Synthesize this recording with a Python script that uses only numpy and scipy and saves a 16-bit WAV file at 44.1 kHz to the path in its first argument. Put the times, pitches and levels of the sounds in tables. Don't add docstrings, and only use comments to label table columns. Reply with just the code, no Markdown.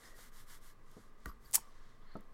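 import sys
import numpy as np
from scipy import signal
from scipy.fft import rfft, irfft, next_fast_len
from scipy.io import wavfile
from scipy.ndimage import map_coordinates

SR = 44100
rng = np.random.default_rng(int(sys.argv[2]) if len(sys.argv) > 2 else 0)


def volts_from_decibels(level):
    exponent = np.asarray(level, float) / 20
    return 10 ** exponent


def generate_wav(sig):
    pcm = np.round(np.clip(np.atleast_2d(sig).T, -1, 1) * 32767).astype(np.int16)
    wavfile.write(sys.argv[1], SR, pcm)


N = 102885


def unit(x):
    return x / np.sqrt(np.mean(x ** 2) + 1e-20)


def along(points, hz):
    f, v = np.transpose(points)
    return np.interp(np.log(hz + 1), np.log(f + 1), v)


def filtered(x, response):
    m = next_fast_len(len(x) + 8192)
    spectrum = rfft(x, m) * response(np.fft.rfftfreq(m, 1 / SR))
    return irfft(spectrum, m)[:len(x)]


def peak(f, hz, width_hz):
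    return 1j * f * width_hz / (hz * hz - f * f + 1j * f * width_hz)


def wobble(rate_hz):
    return map_coordinates(rng.standard_normal(N // 8), [np.arange(N) * rate_hz / SR])


def arch(start_s, length_s, shape):
    u = np.clip((np.arange(N) / SR - start_s) / length_s, 0, 1)
    return np.abs(np.sin(np.pi * u)) ** shape


def add(track, s, sound):
    track[round(s * SR):][:len(sound)] += sound[:len(track) - round(s * SR)]


def ring(modes, attack_s):
    t = np.arange(SR // 2) / SR
    tones = sum(volts_from_decibels(db - 60 * t / t60_s) * np.sin(2 * np.pi * hz * t) for hz, db, t60_s in modes)
    return tones * (1 - np.exp(-t / attack_s))


def room_tone():
    # (frequency [Hz], density [dB per Hz])
    hiss_points = [(18, -26.5), (30, 1), (64, -22.5), (413, -22.5), (816, -28.5), (1030, -26), (1340, -35),
                   (1940, -36.5), (15800, -51.5)]
    # (centre [Hz], width [Hz], level [dB])
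    fan_bands = [(102.6, 14, 6), (125.7, 23, 4), (227.7, 40, -1.5), (450, 69, -8.5), (1083, 45, -3),
                 (1184, 137, -4), (1633, 350, -13), (1937, 150, -11.5)]
    hiss_db, drone_db, sway_db = -65.5, -68.5, -52.5
    sway_hz, sway_width_hz = 13, 8

    def fan(f):
        return sum(volts_from_decibels(db) * peak(f, hz, width_hz) ** 2 for hz, width_hz, db in fan_bands)

    hiss = unit(filtered(rng.standard_normal(N), lambda f: volts_from_decibels(along(hiss_points, f))))
    drone = unit(filtered(rng.standard_normal(N), fan))
    sway = unit(filtered(rng.standard_normal(N), lambda f: peak(f, sway_hz, sway_width_hz) ** 4))
    hiss *= volts_from_decibels(hiss_db + 0.27 * wobble(4.3))
    drone *= volts_from_decibels(drone_db + 0.46 * wobble(7.2))
    return hiss + drone + volts_from_decibels(sway_db) * sway


def reverb(x):
    # (frequency [Hz], t60 [s])
    decay = [(200, 0.75), (2000, 0.31), (10000, 0.12)]
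    hz, t, z = signal.stft(rng.standard_normal(SR // 2), SR, nperseg=256)
    z = z * volts_from_decibels(-60 * t / along(decay, hz)[:, None])
    tail = signal.istft(z, SR, nperseg=256)[1]
    delayed = np.pad(x, (200, 0))
    return signal.fftconvolve(delayed, tail / np.linalg.norm(tail))[:N]


def rattle():
    # (time [s], length [s], level [dB], centre [Hz], width [Hz])
    flutters = [(-.1, 0.38, -70, 496, 507), (-.05, 0.27, -69.5, 1894, 250), (0.014, .09, -72, 5130, 300),
                (1.263, .07, -57.5, 1160, 200), (1.269, 0.053, -73.5, 4900, 400),
                (1.271, 0.052, -68, 12700, 1200), (1.318, 0.018, -76, 11400, 505),
                (1.44, 0.044, -70.5, 12500, 1500), (1.445, 0.029, -67, 4570, 310),
                (1.56, 0.035, -51, 940, 247.6), (1.634, 0.11, -70.5, 1140, 150),
                (1.89, 0.089, -88.5, 3560, 400), (2.0, 0.077, -69, 1093, 307),
                (2.014, 0.021, -73.5, 3400, 700), (2.054, 0.13, -77, 4280, 450),
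                (2.155, 0.028, -73.5, 4425, 450)]
    out = np.zeros(N)
    for s, length_s, db, hz, width_hz in flutters:
        flutter = unit(filtered(rng.standard_normal(N), lambda f: peak(f, hz, width_hz) ** 2))
        out += volts_from_decibels(db + 3.2 * wobble(180)) * arch(s, length_s, 0.92) * flutter
    return out


def puffs():
    # (time [s], level [dB], frequency [Hz], t60 [s])
    air = [
        (1.262, -34.5, 52, 0.18),
        (1.269, -46.5, 30, .4),
        (1.451, -51.5, 45, .25),
    ]
    out = np.zeros(N)
    for s, db, hz, t60_s in air:
        add(out, s, -ring([(hz, db, t60_s)], attack_s=.006))
    return out


def taps():
    # (time [s], peak level [dB], brightness [Hz])
    hits = [
        (0.9672, -39, 680),
        (1.2592, -35.5, 573),
        (1.577, -47.5, 1000),
        (2.154, -33, 1540),
    ]
    # (frequency [Hz], level [dB], t60 [s])
    table_modes = [(151, -17.5, 0.14), (185.7, -7, 0.2), (214.2, -2, 0.15), (287.8, 1.5, 0.084),
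                   (336, -2.5, 0.11), (400, 2, 0.078), (480.7, -1.5, .09), (571, -2, .07), (656, -0.5, .06),
                   (848, -5.5, 0.083), (1080, -2.5, 0.041), (1290, 5.5, 0.039), (1560, -10.5, .03)]
    contact_t60_s, mode_spread = 0.025, .04
    t = np.arange(2000) / SR
    out = np.zeros(N)
    for s, db, hz in hits:
        modes = [(f * (1 + mode_spread * rng.normal()), level + rng.normal(0, 0.81), t60_s)
                 for f, level, t60_s in table_modes]
        contact = 0.027 * rng.standard_normal(len(t)) * volts_from_decibels(-60 * t / contact_t60_s)
        contact[0] = -1
        body = signal.fftconvolve(ring(modes, attack_s=.0008), contact)
        soft = filtered(body, lambda f: 1 / (1 + 1j * f / hz * 1.4 - (f / hz) ** 2) ** 2)
        add(out, s, volts_from_decibels(db - 10.5) * soft)
    return out


def pop():
    # (frequency [Hz], level [dB], t60 [s])
    cover_modes = [(1183, -8, 0.093), (1455, 9, 0.012), (1890, -2, 0.037), (3017, -12.5, 0.012),
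                   (4453, -11, 0.016), (10540, -6, .012)]
    pop_s, pop_db = 1.2578, -38.5
    peel_db, peel_rise_s, peel_fall_s = -43.5, 0.00091, 0.0011
    out = np.zeros(N)
    add(out, pop_s, volts_from_decibels(pop_db) * ring(cover_modes, attack_s=0.00053))
    lag_s = np.arange(N) / SR - pop_s - .001
    crack = np.exp(-np.abs(lag_s) / np.where(lag_s < 0, peel_rise_s, peel_fall_s))
    return out + volts_from_decibels(peel_db) * crack * rng.standard_normal(N)


def scrape():
    # (time [s], level [dB])
    force = [
        (1.528, -62.5),
        (1.538, -30),
        (1.558, -23.5),
        (1.574, -47),
        (1.6, -63),
    ]
    # (frequency [Hz], density [dB per Hz])
    plastic = [(290, -68), (500, -24), (1100, -17), (1350, -22), (1730, -16), (3710, -21), (9190, -3.5),
               (14900, -17), (16500, -31.5)]
    slip_rate_hz, scatter_db = 14000, 2.2
    s, force_db = np.transpose(force)
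    slips = (rng.random(N) < slip_rate_hz / SR) * rng.standard_normal(N)
    slips *= volts_from_decibels(scatter_db * rng.exponential(size=N))
    crackle = unit(filtered(slips, lambda f: volts_from_decibels(along(plastic, f))))
    return volts_from_decibels(np.interp(np.arange(N) / SR, s, force_db, -200, -200) - 3.5) * crackle


def snaps():
    # (time [s], peak level [dB], centre [Hz])
    big_slips = [(.915, -57, 13000), (1.2024, -61, 14000), (1.5116, -43, 13000), (1.516, -51, 13500),
                 (1.5225, -42, 13440), (1.5312, -36, 6000), (1.5482, -14, 9000), (1.5543, -15.5, 9000),
                 (1.5551, -6.5, 9500), (1.561, -16, 8500), (1.5821, -47.5, 6000), (2.143, -61, 11000),
                 (2.169, -60, 9000), (2.208, -55, 12000)]
    t60_s = 0.0064
    t = np.arange(400) / SR
    out = np.zeros(N)
    for s, db, hz in big_slips:
        burst = rng.standard_normal(400) * volts_from_decibels(-60 * t / t60_s)
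        burst = filtered(burst, lambda f: peak(f, hz, 1.3 * hz) ** 2)
        add(out, s, volts_from_decibels(db) * burst / np.abs(burst).max())
    return out


def rubbing():
    # (time [s], length [s], peak level [dB], brightness [Hz])
    strokes = [(-.04, 0.2, -61.5, 13500), (0.123, 0.19, -59.5, 20000), (0.306, 0.16, -61, 20000),
               (0.452, .15, -58, 20000), (0.595, .15, -63, 19900), (0.817, 0.31, -69.5, 12200),
               (1.149, 0.23, -73.5, 9000), (1.242, 0.071, -63, 20000), (1.392, 0.19, -67.5, 20000),
               (1.559, 0.19, -71.5, 11860), (1.602, 0.44, -71, 7080), (1.975, 0.31, -69, 3960)]
    # (frequency [Hz], density [dB per Hz])
    skin = [(530, -45), (900, -10.5), (1150, -5), (2080, -6), (2500, -19), (3110, -11.5), (14400, -12.5),
            (15900, -22.5), (16500, -33)]
    speed_power, grain_db = 1.21, 1
    out = np.zeros(N)
    for s, length_s, db, hz in strokes:
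        slips = rng.standard_normal(N) * volts_from_decibels(grain_db * wobble(900) + 0.8 * wobble(40))
        slide = unit(filtered(slips, lambda f: volts_from_decibels(along(skin, f)) / (1 + (f / hz) ** 4)))
        out += volts_from_decibels(db) * arch(s, length_s, speed_power) * slide
    return out


def scene():
    reverb_db = -18.5
    near = rattle() + puffs() + taps() + pop() + scrape() + snaps() + rubbing()
    return (near + volts_from_decibels(reverb_db) * reverb(near) + room_tone())[None]


def roll_off(x):
    return signal.sosfilt(signal.butter(12, 16670, fs=SR, output="sos"), x)


def record(dry):
    top_hz, shelf_hz, shelf_db = 16600, 15900, -22
    mix = filtered(dry[0], lambda f: (f < top_hz) * np.where(f < shelf_hz, 1, volts_from_decibels(shelf_db)))
    return roll_off(mix[None])


dry = scene()
out = record(dry)
generate_wav(out)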